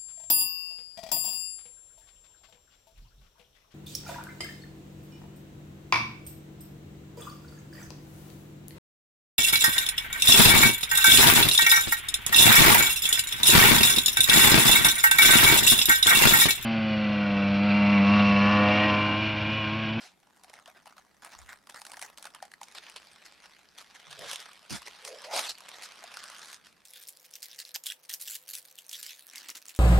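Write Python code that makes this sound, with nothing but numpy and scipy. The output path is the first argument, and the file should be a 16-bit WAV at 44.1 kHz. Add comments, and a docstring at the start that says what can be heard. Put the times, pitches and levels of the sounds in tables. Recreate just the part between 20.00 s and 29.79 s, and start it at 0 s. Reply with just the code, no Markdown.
"""Baking parchment on a sponge cake

Parchment is picked off the sides of a sponge sheet; a fresh sheet is smoothed on, and the cake is
turned over and slid off. Then, in a second room with duller air and a faint appliance hum, the paper
sounds brighter as it is peeled back in short pulls. It is heard as dense tiny buckles, with single
creases snapping out above them and taut stretches rasping; cake and hands thud on the worktop."""
import sys
import numpy as np
from scipy import signal
from scipy.fft import rfft, irfft, next_fast_len
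from scipy.io import wavfile
from scipy.ndimage import uniform_filter1d, map_coordinates

SR = 44100
rng = np.random.default_rng(int(sys.argv[2]) if len(sys.argv) > 2 else 0)


def int16_out(signal):
    """Quantize to a 16-bit WAV file."""
    q = np.round(np.clip(np.atleast_2d(signal).T, -1, 1) * 32767)
    wavfile.write(sys.argv[1], SR, q.astype(np.int16))


N = 431738
PEEL_S = 6.85  # cut to the second room
TOP_HZ = 16100


def amp(db):
    """Decibels to gain."""
    return 10 ** (np.asarray(db) / 20)


def unit(x):
    """Scale to rms 1."""
    return x / np.sqrt(np.mean(x ** 2) + 1e-20)


def along(points, hz):
    """Read (freq_hz, value) points on a log frequency axis."""
    freqs, values = np.transpose(points)
    return np.interp(np.log(hz + 1), np.log(freqs + 1), values)


def curve(points):
    """Join (time_s, value) points, one value per sample."""
    return np.interp(np.arange(N) / SR, *np.transpose(points))


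def between(start_s, end_s, fade_s):
    """1 from start to end, with sloping edges."""
    t = np.arange(N) / SR
    return np.clip(np.minimum(t - start_s, end_s - t) / fade_s + .5, 0, 1)


def wobble(rate_hz):
    """A smooth random curve."""
    return map_coordinates(rng.standard_normal(8192), [np.arange(N) * rate_hz / SR], mode="wrap")


def coloured(x, colour, weight=lambda hz: 1):
    """Minimum-phase EQ: a (freq_hz, gain_db) colour times an optional weight over frequency."""
    size = 2 * next_fast_len(N // 2 + 4096)
    hz = np.fft.rfftfreq(size, 1 / SR)
    cepstrum = irfft(np.log(np.maximum(amp(along(colour, hz)) * weight(hz), 1e-6)))
    cepstrum[1:size // 2] *= 2
    cepstrum[size // 2 + 1:] = 0
    return irfft(rfft(x, size) * np.exp(rfft(cepstrum)), size)[..., :N]


def noise(side_db, size=N):
    """White stereo noise; side_db sets its width."""
    mid, side = rng.standard_normal((2, size))
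    return np.array([mid + amp(side_db) * side, mid - amp(side_db) * side])


def add(track, start_s, sound):
    """Mix a sound into a stereo track."""
    part = track[:, max(round(start_s * SR), 0):][:, :sound.shape[-1]]
    part += sound[..., :part.shape[1]]


def room_tone():
    """The air of the kitchen, then the duller air of the second room."""
    # colours of the air: freq_hz, gain_db
    kitchen = [(20, -8.5), (38, -41), (58, 0.5), (100, -9.5), (190, 2.5), (320, -2.5), (1500, -13),
               (13300, -21.5), (16000, -37)]
    second_room = [(20, -26), (70, -24), (150, -15), (420, -10), (520, -4.5), (650, -6), (5000, -17),
                   (16000, -73)]
    first = between(-1, PEEL_S, fade_s=.016)
    air = amp(-69.5) * unit(coloured(noise(side_db=-3), kitchen)) * first
    return air + amp(-68.5) * unit(coloured(noise(side_db=-3), second_room)) * (1 - first)


def gestures(moves, attack_s, release_s, growth_db_per_s, rest_db, rest_sizzle_db):
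    """Rustle and relative sizzle in dB: each move takes hold, grows or eases, then dies back."""
    power = np.ones(N) * amp(rest_db + np.array([[0], [rest_sizzle_db]])) ** 2
    t = np.arange(SR * 2 // 3) / SR
    for start_s, hold_s, db, sizzle_db in moves:
        attack = np.minimum(t / (attack_s + .12 * hold_s), 1)  # longer moves build more slowly
        release = np.exp(-np.maximum(t - hold_s, 0) / release_s)
        growth = amp(growth_db_per_s * (np.minimum(t, hold_s) - hold_s / 2))
        add(power, start_s, (amp([[db], [db + sizzle_db]]) * growth * attack * release) ** 2)
    body_db, top_db = 10 * np.log10(power)
    return np.array([body_db, top_db - body_db])


def buckles(level_db, base_rate_hz, spread_db, decay_s, rub, side_db):
    """Tiny bursts over smooth rubbing; harder handling packs them closer until they merge into it."""
    effort = amp((level_db + 55) * .7)
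    onsets = rng.random(N) < base_rate_hz * effort / SR
    sizes = amp(spread_db * np.minimum(rng.standard_normal(N), np.pi / 2))
    power = signal.lfilter([1], [1, -np.exp(-2 / (decay_s * SR))], (onsets * sizes) ** 2)
    power /= np.abs(uniform_filter1d(power, size=SR // 20)) + power.mean() / 20
    rubbing = rub * np.maximum(effort, 1)
    return np.sqrt((power + rubbing) / (1 + rubbing)) * noise(side_db)


def flexing(x, depth_db):
    """As the sheet bends its resonances shift: smooth patches of gain over pitch and time."""
    hz, t, spectrum = signal.stft(x, SR, nperseg=256)
    grid = np.meshgrid(np.log2(1 + hz / 500) * 6, t * 36, indexing="ij")
    gain = amp(depth_db * map_coordinates(rng.standard_normal((40, 512)), grid, mode="wrap"))
    gain /= np.sqrt(np.average(gain ** 2, axis=0, weights=1 / (hz + 2000)))  # hold the loudness
    return signal.istft(spectrum * gain, SR, nperseg=256)[1][:, :N]


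def rustle(grains, paper, level_db, sizzle_db, sharpness=.3):
    """The sheet radiates a body below 5 kHz and sizzle above; sharpness favours strong buckles there."""
    upper = lambda hz: 1 / (1 + (5000 / (hz + 1)) ** 8)
    strength = np.abs(uniform_filter1d(np.mean(grains ** 2, 0), size=SR // 400))
    body = unit(coloured(grains, paper, lambda hz: (1 - upper(hz)) ** .5))
    sizzle = unit(coloured(grains * strength ** sharpness, paper, lambda hz: upper(hz) ** .5))
    return amp(level_db) * (body + amp(sizzle_db) * sizzle)


def handling():
    """Fingers pick the edges free, then smooth a sheet over the cake and turn it."""
    # fingers tug the edge, hands push sheet and cake: start_s, hold_s, level_db, relative_sizzle_db
    tugs = [(0, 0.058, -51.5, -4), (.35, 0.064, -67, -3), (.465, 0.04, -59, -14), (.53, 0.058, -56.5, -11),
            (.655, 0.045, -56.5, -10), (.748, 0.026, -55, -14), (.86, 0.037, -55.5, -11),
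            (.962, 0.014, -56.5, -5), (1.22, 0.07, -53.5, -7.5), (1.31, 0.044, -53.5, -2.5),
            (1.38, 0.088, -59, -3), (1.48, 0.047, -51, -8), (1.69, 0.015, -53, -6),
            (1.74, 0.035, -50, -1.5), (1.855, 0.11, -57.5, -1.5), (2.01, 0.036, -48.5, -1),
            (2.04, 0.059, -57, -7), (2.178, 0.016, -57.5, -2), (2.245, 0.025, -51, -7),
            (2.335, 0.022, -54, -16), (2.425, 0.0087, -53, -19), (2.63, 0.027, -63, 2)]
    pushes = [(2.742, 0.042, -49, -4), (2.957, 0.0055, -43.5, -5), (2.818, 0.068, -53, -11),
              (3.25, 0.011, -54.5, 4.5), (3.435, 0.016, -51.5, -7.5), (3.77, 0.043, -54.5, 2),
              (3.945, 0.0092, -51.5, -2.5), (4.105, 0.023, -49.5, 0), (4.198, 0.09, -49, -4),
              (4.275, 0.065, -44.5, 1.5), (4.395, 0.014, -52.5, 8.5), (4.693, 0.075, -44, 2.5),
              (4.855, 0.026, -49, -1), (5.048, 0.039, -55.5, 10.5), (5.235, 0.02, -48.5, -1),
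              (5.3, 0.17, -41.5, 0), (5.33, 0.068, -40, 2.5), (5.372, .005, -38, 6),
              (5.489, 0.0058, -40, 8), (5.815, 0.034, -51.5, 5.5), (6.14, 0.41, -58.5, 4.5),
              (6.635, 0.06, -62.5, 3)]
    # the sheet glides under the palm: time_s, level_db
    glide = [(2.62, -57), (2.85, -57.5), (3.45, -60.5), (3.62, -63), (3.7, -66), (3.85, -60.5), (4.15, -55),
             (4.4, -51), (4.58, -59.5), (5.0, -54), (5.3, -51.5), (5.55, -59), (5.6, -57), (5.75, -49.5),
             (5.98, -54.5), (6.15, -52), (6.52, -59.5), (6.6, -65.5), (6.85, -69.5)]
    # colours of the paper: freq_hz, gain_db
    picked_paper = [(80, -19.5), (220, -8.5), (450, -9), (750, 4), (1900, -0.5), (2900, -7.5), (5500, -9.5),
                    (10000, -15), (16000, -28)]
    smoothed_paper = [(170, -29), (330, -11.5), (700, -1.5), (1300, 0), (2500, -1.5), (5000, -7),
                      (7400, -16), (9500, -16.5), (11700, -24), (13500, -29.5), (16000, -44)]
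    tugging = gestures(tugs, attack_s=.00083, release_s=.031, growth_db_per_s=-15,
                       rest_db=-68.5, rest_sizzle_db=-8.5)
    pushing = gestures(pushes, attack_s=.0038, release_s=.013, growth_db_per_s=17,
                       rest_db=curve(glide), rest_sizzle_db=-5.5)
    uncovered = between(-1, 2.67, fade_s=.013)  # until the fresh sheet is laid on
    level_db, sizzle_db = tugging * uncovered + pushing * (1 - uncovered)
    picks = buckles(level_db, base_rate_hz=800, spread_db=6.6, decay_s=.0017, rub=.25, side_db=-12)
    sliding = .7 + 5 * between(-1, .12, fade_s=.03)  # the opening brush is nearly all rub
    rubs = buckles(level_db, base_rate_hz=430, spread_db=7, decay_s=.0015, rub=sliding, side_db=-10.5)
    picked = rustle(flexing(picks, depth_db=4), picked_paper, level_db - .8, sizzle_db)
    smoothed = rustle(flexing(rubs, depth_db=3), smoothed_paper, level_db - .4, sizzle_db, sharpness=.2)
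    picking = between(.156, 2.66, fade_s=.025)
    return (picked * picking + smoothed * (1 - picking)) * between(-1, PEEL_S, fade_s=.005)


def reverb(x):
    """A short diffuse answer from the walls."""
    # decay of the room: freq_hz, t60_s
    walls = [(200, 0.17), (900, 0.15), (4000, 0.11), (14000, 0.23)]
    hz, t, spectrum = signal.stft(rng.standard_normal((2, SR // 3)), SR, nperseg=256)
    tail = signal.istft(spectrum * amp(-60 * t / along(walls, hz)[:, None]), SR, nperseg=256)[1]
    tail = np.pad(tail / np.linalg.norm(tail[0]), ((0, 0), (SR // 250, 0)))  # 4 ms pre-delay
    return signal.fftconvolve(x, tail, axes=1)[:, :N]


def snaps(creases, colour, rise_s, decay_s, cycles, shiver, shiver_s, crack_db, facet_db, side_db):
    """A crease flips: a crack between two weaker steps, a shiver in the sheet, a briefly ringing facet."""
    # a paper facet bends in two ways: pitch_ratio, level_db
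    facet_modes = [(1, -1), (2.4, -12.5)]
    step_s, step_db, band_ratio = .004, -14, 1.4
    cracks, facets = np.zeros((2, 2, N))
    clock = np.arange(SR // 16) / SR - step_s
    t = np.maximum(clock, 0)
    levelled = lambda x: x * np.sqrt(SR / 200 / np.sum(x ** 2, -1).mean())  # energy of 5 ms at rms 1
    for time_s, db, hz, ring_db in creases:
        shape = shiver * np.exp(-t / shiver_s) * (1 - np.exp(-t / rise_s))
        for step in (-1, 0, 1):
            age = np.maximum(clock - step * step_s * rng.uniform(.38, 1), 0)
            shape += amp(abs(step) * step_db) * np.exp(-age / decay_s) * (1 - np.exp(-age / rise_s))
        add(cracks, time_s - step_s, amp(db + crack_db) * levelled(shape * noise(side_db, len(t))))
        turns, ring = hz * t, 0
        fade = (1 - np.exp(-2 * turns)) * np.exp(-turns / cycles)
        for ratio, mode_db in facet_modes:
            drift = np.cumsum(rng.standard_normal(len(t))) * np.sqrt(ratio * hz / SR / 2)
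            top_hz = min(ratio * hz * band_ratio, TOP_HZ)
            band = signal.butter(2, [top_hz / band_ratio ** 2, top_hz], "bandpass", fs=SR)
            mode = fade * np.sin(2 * np.pi * ratio * turns + drift)
            ring += amp(mode_db) * signal.lfilter(*band, mode)
        pan_db = rng.normal() * np.array([[1], [-1]])
        add(facets, time_s - step_s, amp(ring_db + facet_db + pan_db) * levelled(ring))
    shaped = coloured(cracks, colour)
    return shaped * cracks.std() / shaped.std() + facets


def handling_snaps():
    """Creases snap under the hands, damped by the moist cake."""
    # creases: time_s, crack_db, facet_pitch_hz, facet_db
    creases = [(.436, -49, 830, -63), (.4445, -51, 730, -54), (.4974, -50, 600, -57),
               (.5328, -54, 820, -51), (.5384, -49, 2130, -50), (.5975, -58, 1190, -58),
               (.6588, -57, 2770, -52), (.6777, -51.5, 716, -50.5), (.8574, -51.5, 923, -51),
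               (.8684, -56, 863, -48), (.9807, -55, 1330, -51), (1.2215, -53, 1420, -52),
               (1.2476, -41.5, 1330, -55), (1.3262, -58, 1530, -54), (1.4913, -51, 1650, -47),
               (1.5296, -49.5, 1890, -46), (1.6712, -50, 1200, -54), (1.6981, -43.5, 1800, -55),
               (1.8172, -42, 900, -48), (1.851, -42, 1770, -48), (1.8664, -42.5, 1850, -51),
               (1.9178, -41, 870, -53), (1.9355, -46, 925, -49.5), (1.9417, -54, 1860, -46),
               (1.9695, -44.5, 1740, -48), (1.9734, -52, 910, -47), (1.9938, -42, 1500, -52),
               (2.0152, -38, 1900, -49), (2.0248, -36, 2090, -46), (2.1754, -46, 5940, -54),
               (2.1823, -43.5, 915, -51.5), (2.2263, -41, 3100, -59), (2.2424, -46, 1420, -51),
               (2.2543, -40.5, 1490, -47), (2.2701, -49, 1460, -46), (2.348, -42.5, 1280, -50.5),
               (2.4025, -67, 1520, -55), (2.4252, -42, 763, -36), (2.4525, -50, 796, -54),
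               (2.5166, -51, 1650, -53), (2.5376, -50, 1780, -45), (2.6139, -44.5, 855, -40.5),
               (2.6319, -39.5, 806, -59), (2.8979, -45.5, 2730, -50), (2.9616, -48, 3600, -49),
               (3.2611, -61, 2000, -51), (3.7851, -44, 3620, -47), (4.1917, -40.5, 680, -58),
               (4.3135, -35, 3460, -36.5), (4.332, -33, 3400, -51), (4.3584, -37, 3500, -38),
               (4.532, -50.5, 2500, -55), (4.8192, -45.5, 1170, -50.5), (4.873, -49, 1920, -42.5),
               (5.0501, -35.5, 1230, -62), (5.08, -43, 536, -48), (5.219, -47, 1600, -61),
               (5.3635, -26.5, 724, -50), (5.3923, -26, 680, -47), (5.5834, -46, 2420, -57),
               (5.6057, -46, 1020, -50), (5.6894, -39.5, 1380, -63), (5.8375, -42, 2000, -55),
               (6.0395, -43, 695, -43), (6.1404, -43, 2200, -55), (6.1703, -39, 1380, -42),
               (6.2393, -40.5, 1110, -53), (6.3, -43.5, 1400, -59), (6.4293, -52, 1370, -51),
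               (6.5299, -42, 2950, -56)]
    # colour of the crack: freq_hz, gain_db
    colour = [(200, -36), (600, -1.5), (1800, -1.5), (5500, -.5), (7000, -4.5), (9500, -1.5),
              (13500, -15), (16000, -31)]
    return snaps(creases, colour, rise_s=.00025, decay_s=.0009, cycles=2.6, shiver=.08, shiver_s=.01,
                 crack_db=-2, facet_db=.5, side_db=-9.5)


def air_pockets():
    """A pop rings the air between paper and cake: two close modes that beat as they fade."""
    # hollow pops: start_s, pitch_hz, level_db
    pops = [(.6777, 676, -47), (.8684, 900, -48), (2.4262, 764, -40.5), (2.6139, 830, -47)]
    decay_s, detune = .014, .075
    out, t = np.zeros((2, N)), np.arange(SR // 8) / SR
    for start_s, hz, db in pops:
        ring = sum(np.sin(2 * np.pi * hz * (1 + side * detune) * t + rng.normal()) * 2 ** (side / 2)
                   for side in (-1, 1))
        add(out, start_s, amp(db) * ring / 2 * (1 - np.exp(-hz * t / 2)) * np.exp(-t / decay_s))
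    return out


def swells(rows, rise_share, side_db):
    """Damped resonances driven by noise, each swelling to a peak and fading."""
    out = np.zeros((2, N))
    freqs, t = np.fft.rfftfreq(SR, 1 / SR), np.arange(SR) / SR - .5
    share = np.where(t < 0, rise_share, 1 - rise_share)
    for peak_s, length_s, hz, width_hz, db in rows:
        resonance = 1 / (1 + (np.pi / 2 * (freqs - hz) / width_hz) ** 4)
        band = unit(irfft(rfft(noise(side_db, size=SR)) * resonance, SR))
        add(out, peak_s - .5, amp(db) * band * np.exp(-np.pi * (t / (2 * share * length_s)) ** 2))
    return out


def thuds():
    """The soft cake and the hands land on the worktop."""
    # landings: peak_s, length_s, pitch_hz, width_hz, level_db
    landings = [(1.385, 0.11, 55, 45, -55.5), (4.1, 0.13, 146, 40, -61.5), (4.21, 0.12, 164, 140, -61),
                (4.718, 0.045, 196, 173, -38.5), (4.72, 0.062, 75, 70, -51.5), (5.37, 0.063, 270, 89, -56)]
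    return coloured(swells(landings, rise_share=.22, side_db=2.5), [(20, -30), (55, 2)])


def rasps():
    """Friction makes a taut stretch of sheet resonate."""
    # drags: peak_s, length_s, pitch_hz, width_hz, level_db
    drags = [(1.51, 0.057, 1720, 800, -49.5), (4.235, 0.081, 556, 250, -46.5), (4.31, 0.24, 3500, 700, -50),
             (4.88, 0.026, 490, 159, -53.5), (5.12, 0.11, 556, 200, -46.5), (5.265, 0.053, 580, 149, -46.5),
             (5.36, 0.09, 733, 325, -34.5), (5.499, 0.03, 4320, 600, -35.5), (6.3, 0.43, 1400, 584, -54),
             (7.763, 0.014, 885, 298, -52), (7.9, 0.068, 3230, 800, -48), (7.915, .02, 1700, 400, -47.5),
             (8.335, 0.073, 3200, 1000, -53), (8.793, 0.026, 3300, 700, -53.5),
             (8.948, 0.026, 3530, 700, -40), (9.1, 0.043, 3660, 1200, -49)]
    return amp(-1.3) * swells(drags, rise_share=.52, side_db=-29)


def peeling():
    """The curling sheet crackles thinly; in the last half second the rustle turns fuller and lower."""
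    # each pull frees a strip: start_s, hold_s, level_db, relative_sizzle_db
    pulls = [(6.85, 0.14, -63, 3), (6.925, 0.12, -54.5, 3.5), (7.07, 0.018, -65.5, 24),
             (7.24, 0.013, -54.5, -2), (7.33, 0.036, -53.5, -5), (7.415, 0.045, -51, 2.5),
             (7.475, 0.082, -55, -6), (7.578, 0.048, -48.5, -9), (7.645, 0.068, -57, -1),
             (7.745, 0.014, -38, -2), (7.85, 0.078, -51, 7), (8.025, 0.032, -60.5, 2.5),
             (8.087, 0.065, -47, 5), (8.195, 0.048, -53, 12.5), (8.25, 0.11, -48, 8.5),
             (8.468, 0.13, -52, 7), (8.53, 0.043, -49.5, 8.5), (8.647, 0.043, -61, 5),
             (8.92, 0.093, -49.5, 1.5), (9.025, 0.11, -49, -0.5), (9.135, 0.074, -58, -1),
             (9.25, 0.046, -63, 5), (9.33, 0.14, -55, -12), (9.485, 0.026, -48.5, -4),
             (9.545, 0.033, -51.5, 1), (9.64, 0.13, -60.5, 2.5)]
    # the lifted sheet barely stirs between pulls: time_s, level_db
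    stir = [(6.85, -69.5), (7.6, -61.5), (7.8, -77.5), (8.45, -65), (8.8, -64.5), (9.4, -58), (9.62, -67)]
    # colours of the paper: freq_hz, gain_db
    curled_paper = [(120, -95), (400, -23), (1100, -19.5), (1750, -3), (2400, -2.5), (3300, -0.5),
                    (6700, 6.5), (9500, 9), (13200, 7.5), (16000, 1)]
    fuller_paper = [(80, -37), (256, -6), (524, -13.5), (1860, 0.5), (5870, -3), (16000, -15)]
    level_db, sizzle_db = gestures(pulls, attack_s=.0014, release_s=.0088, growth_db_per_s=-9,
                                   rest_db=curve(stir), rest_sizzle_db=5)
    crackle = buckles(level_db, base_rate_hz=1150, spread_db=7.8, decay_s=.0005, rub=.1, side_db=-10)
    grains = flexing(crackle, depth_db=3.6)
    curled = rustle(grains, curled_paper, level_db - .3, sizzle_db)
    fuller = rustle(grains, fuller_paper, level_db, sizzle_db)
    fullness = between(9.25, 11, fade_s=.16)
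    return (curled * (1 - fullness) + fuller * fullness) * between(PEEL_S, 11, fade_s=.0042)


def appliance_hum():
    """Two faint, wavering tones under most of the peeling."""
    # tones: pitch_hz, level_db, pitch_waver_share
    tones = [(156, -85, 0.0036), (504, -77.5, 0.03)]
    hum = 0
    for hz, db, waver in tones:
        gain = amp(db + 2.2 * wobble(9))
        pitch_hz = hz * (1 + waver * wobble(70))
        hum += gain * np.sin(2 * np.pi * np.cumsum(pitch_hz) / SR)
    return hum * between(PEEL_S, 9.15, fade_s=.16)


def peeling_snaps():
    """Creases snap brightly as the paper curls back; the thin, lifted sheet stops at once."""
    # creases: time_s, crack_db, facet_pitch_hz, facet_db
    creases = [(6.8525, -41, 3920, -48), (7.0718, -49, 5670, -42), (7.0858, -33, 5500, -38),
               (7.338, -42, 5300, -36), (7.3545, -41, 5600, -35), (7.4288, -29, 5250, -32),
               (7.514, -54, 4900, -39), (7.5895, -33, 4860, -34), (7.6005, -32.5, 4430, -29.5),
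               (7.6511, -46, 4330, -35.5), (7.7432, -35, 6230, -32.5), (7.7591, -41, 3290, -32.5),
               (7.838, -35.5, 7040, -36.5), (7.859, -28.5, 3400, -33), (7.8668, -23.5, 3280, -27),
               (7.8888, -42, 3280, -31), (7.901, -43, 3260, -25), (7.9194, -39, 2840, -33),
               (8.095, -28, 3960, -50), (8.1385, -26.5, 5300, -27), (8.2014, -39, 4550, -62),
               (8.2182, -38, 4500, -59), (8.2814, -41, 3240, -33.5), (8.355, -29.5, 3050, -35),
               (8.5341, -32, 3860, -35), (8.5526, -37, 4400, -36), (8.7867, -36, 3280, -35.5),
               (8.8936, -34.5, 6100, -35.5), (8.9133, -33, 5850, -50), (8.9303, -29, 3460, -37),
               (9.029, -28.5, 4700, -33), (9.0641, -33, 4870, -33), (9.3575, -32, 3820, -36),
               (9.3806, -35, 4750, -35), (9.4861, -30.5, 5800, -47), (9.5016, -33.5, 6140, -32.5),
               (9.5705, -35, 1510, -51), (9.6832, -42, 6800, -34), (9.693, -34.5, 5500, -53),
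               (9.7624, -35.5, 5470, -56)]
    # colour of the crack: freq_hz, gain_db
    colour = [(300, -28), (1200, -13.5), (2800, -1.5), (8000, 3), (16000, -4)]
    return snaps(creases, colour, rise_s=.0016, decay_s=.00055, cycles=5, shiver=.05, shiver_s=.012,
                 crack_db=-7.5, facet_db=-8.5, side_db=-11.5)


def scene():
    """Close-up paper, slightly to the right, over thuds, room tone and hum."""
    hands = handling() + air_pockets() + handling_snaps() + rasps()
    peel = peeling() + peeling_snaps()
    paper = hands + amp(-11.5) * reverb(hands) + peel + amp(-12.5) * reverb(peel)
    return paper * amp([[-.3], [.3]]) + thuds() * amp([[-2.5], [1.5]]) + room_tone() + appliance_hum()


def record(dry):
    """A brick-wall cut of the highest treble."""
    return irfft(rfft(dry) * (np.fft.rfftfreq(N, 1 / SR) < TOP_HZ), N)


dry = scene()
out = record(dry)
int16_out(out)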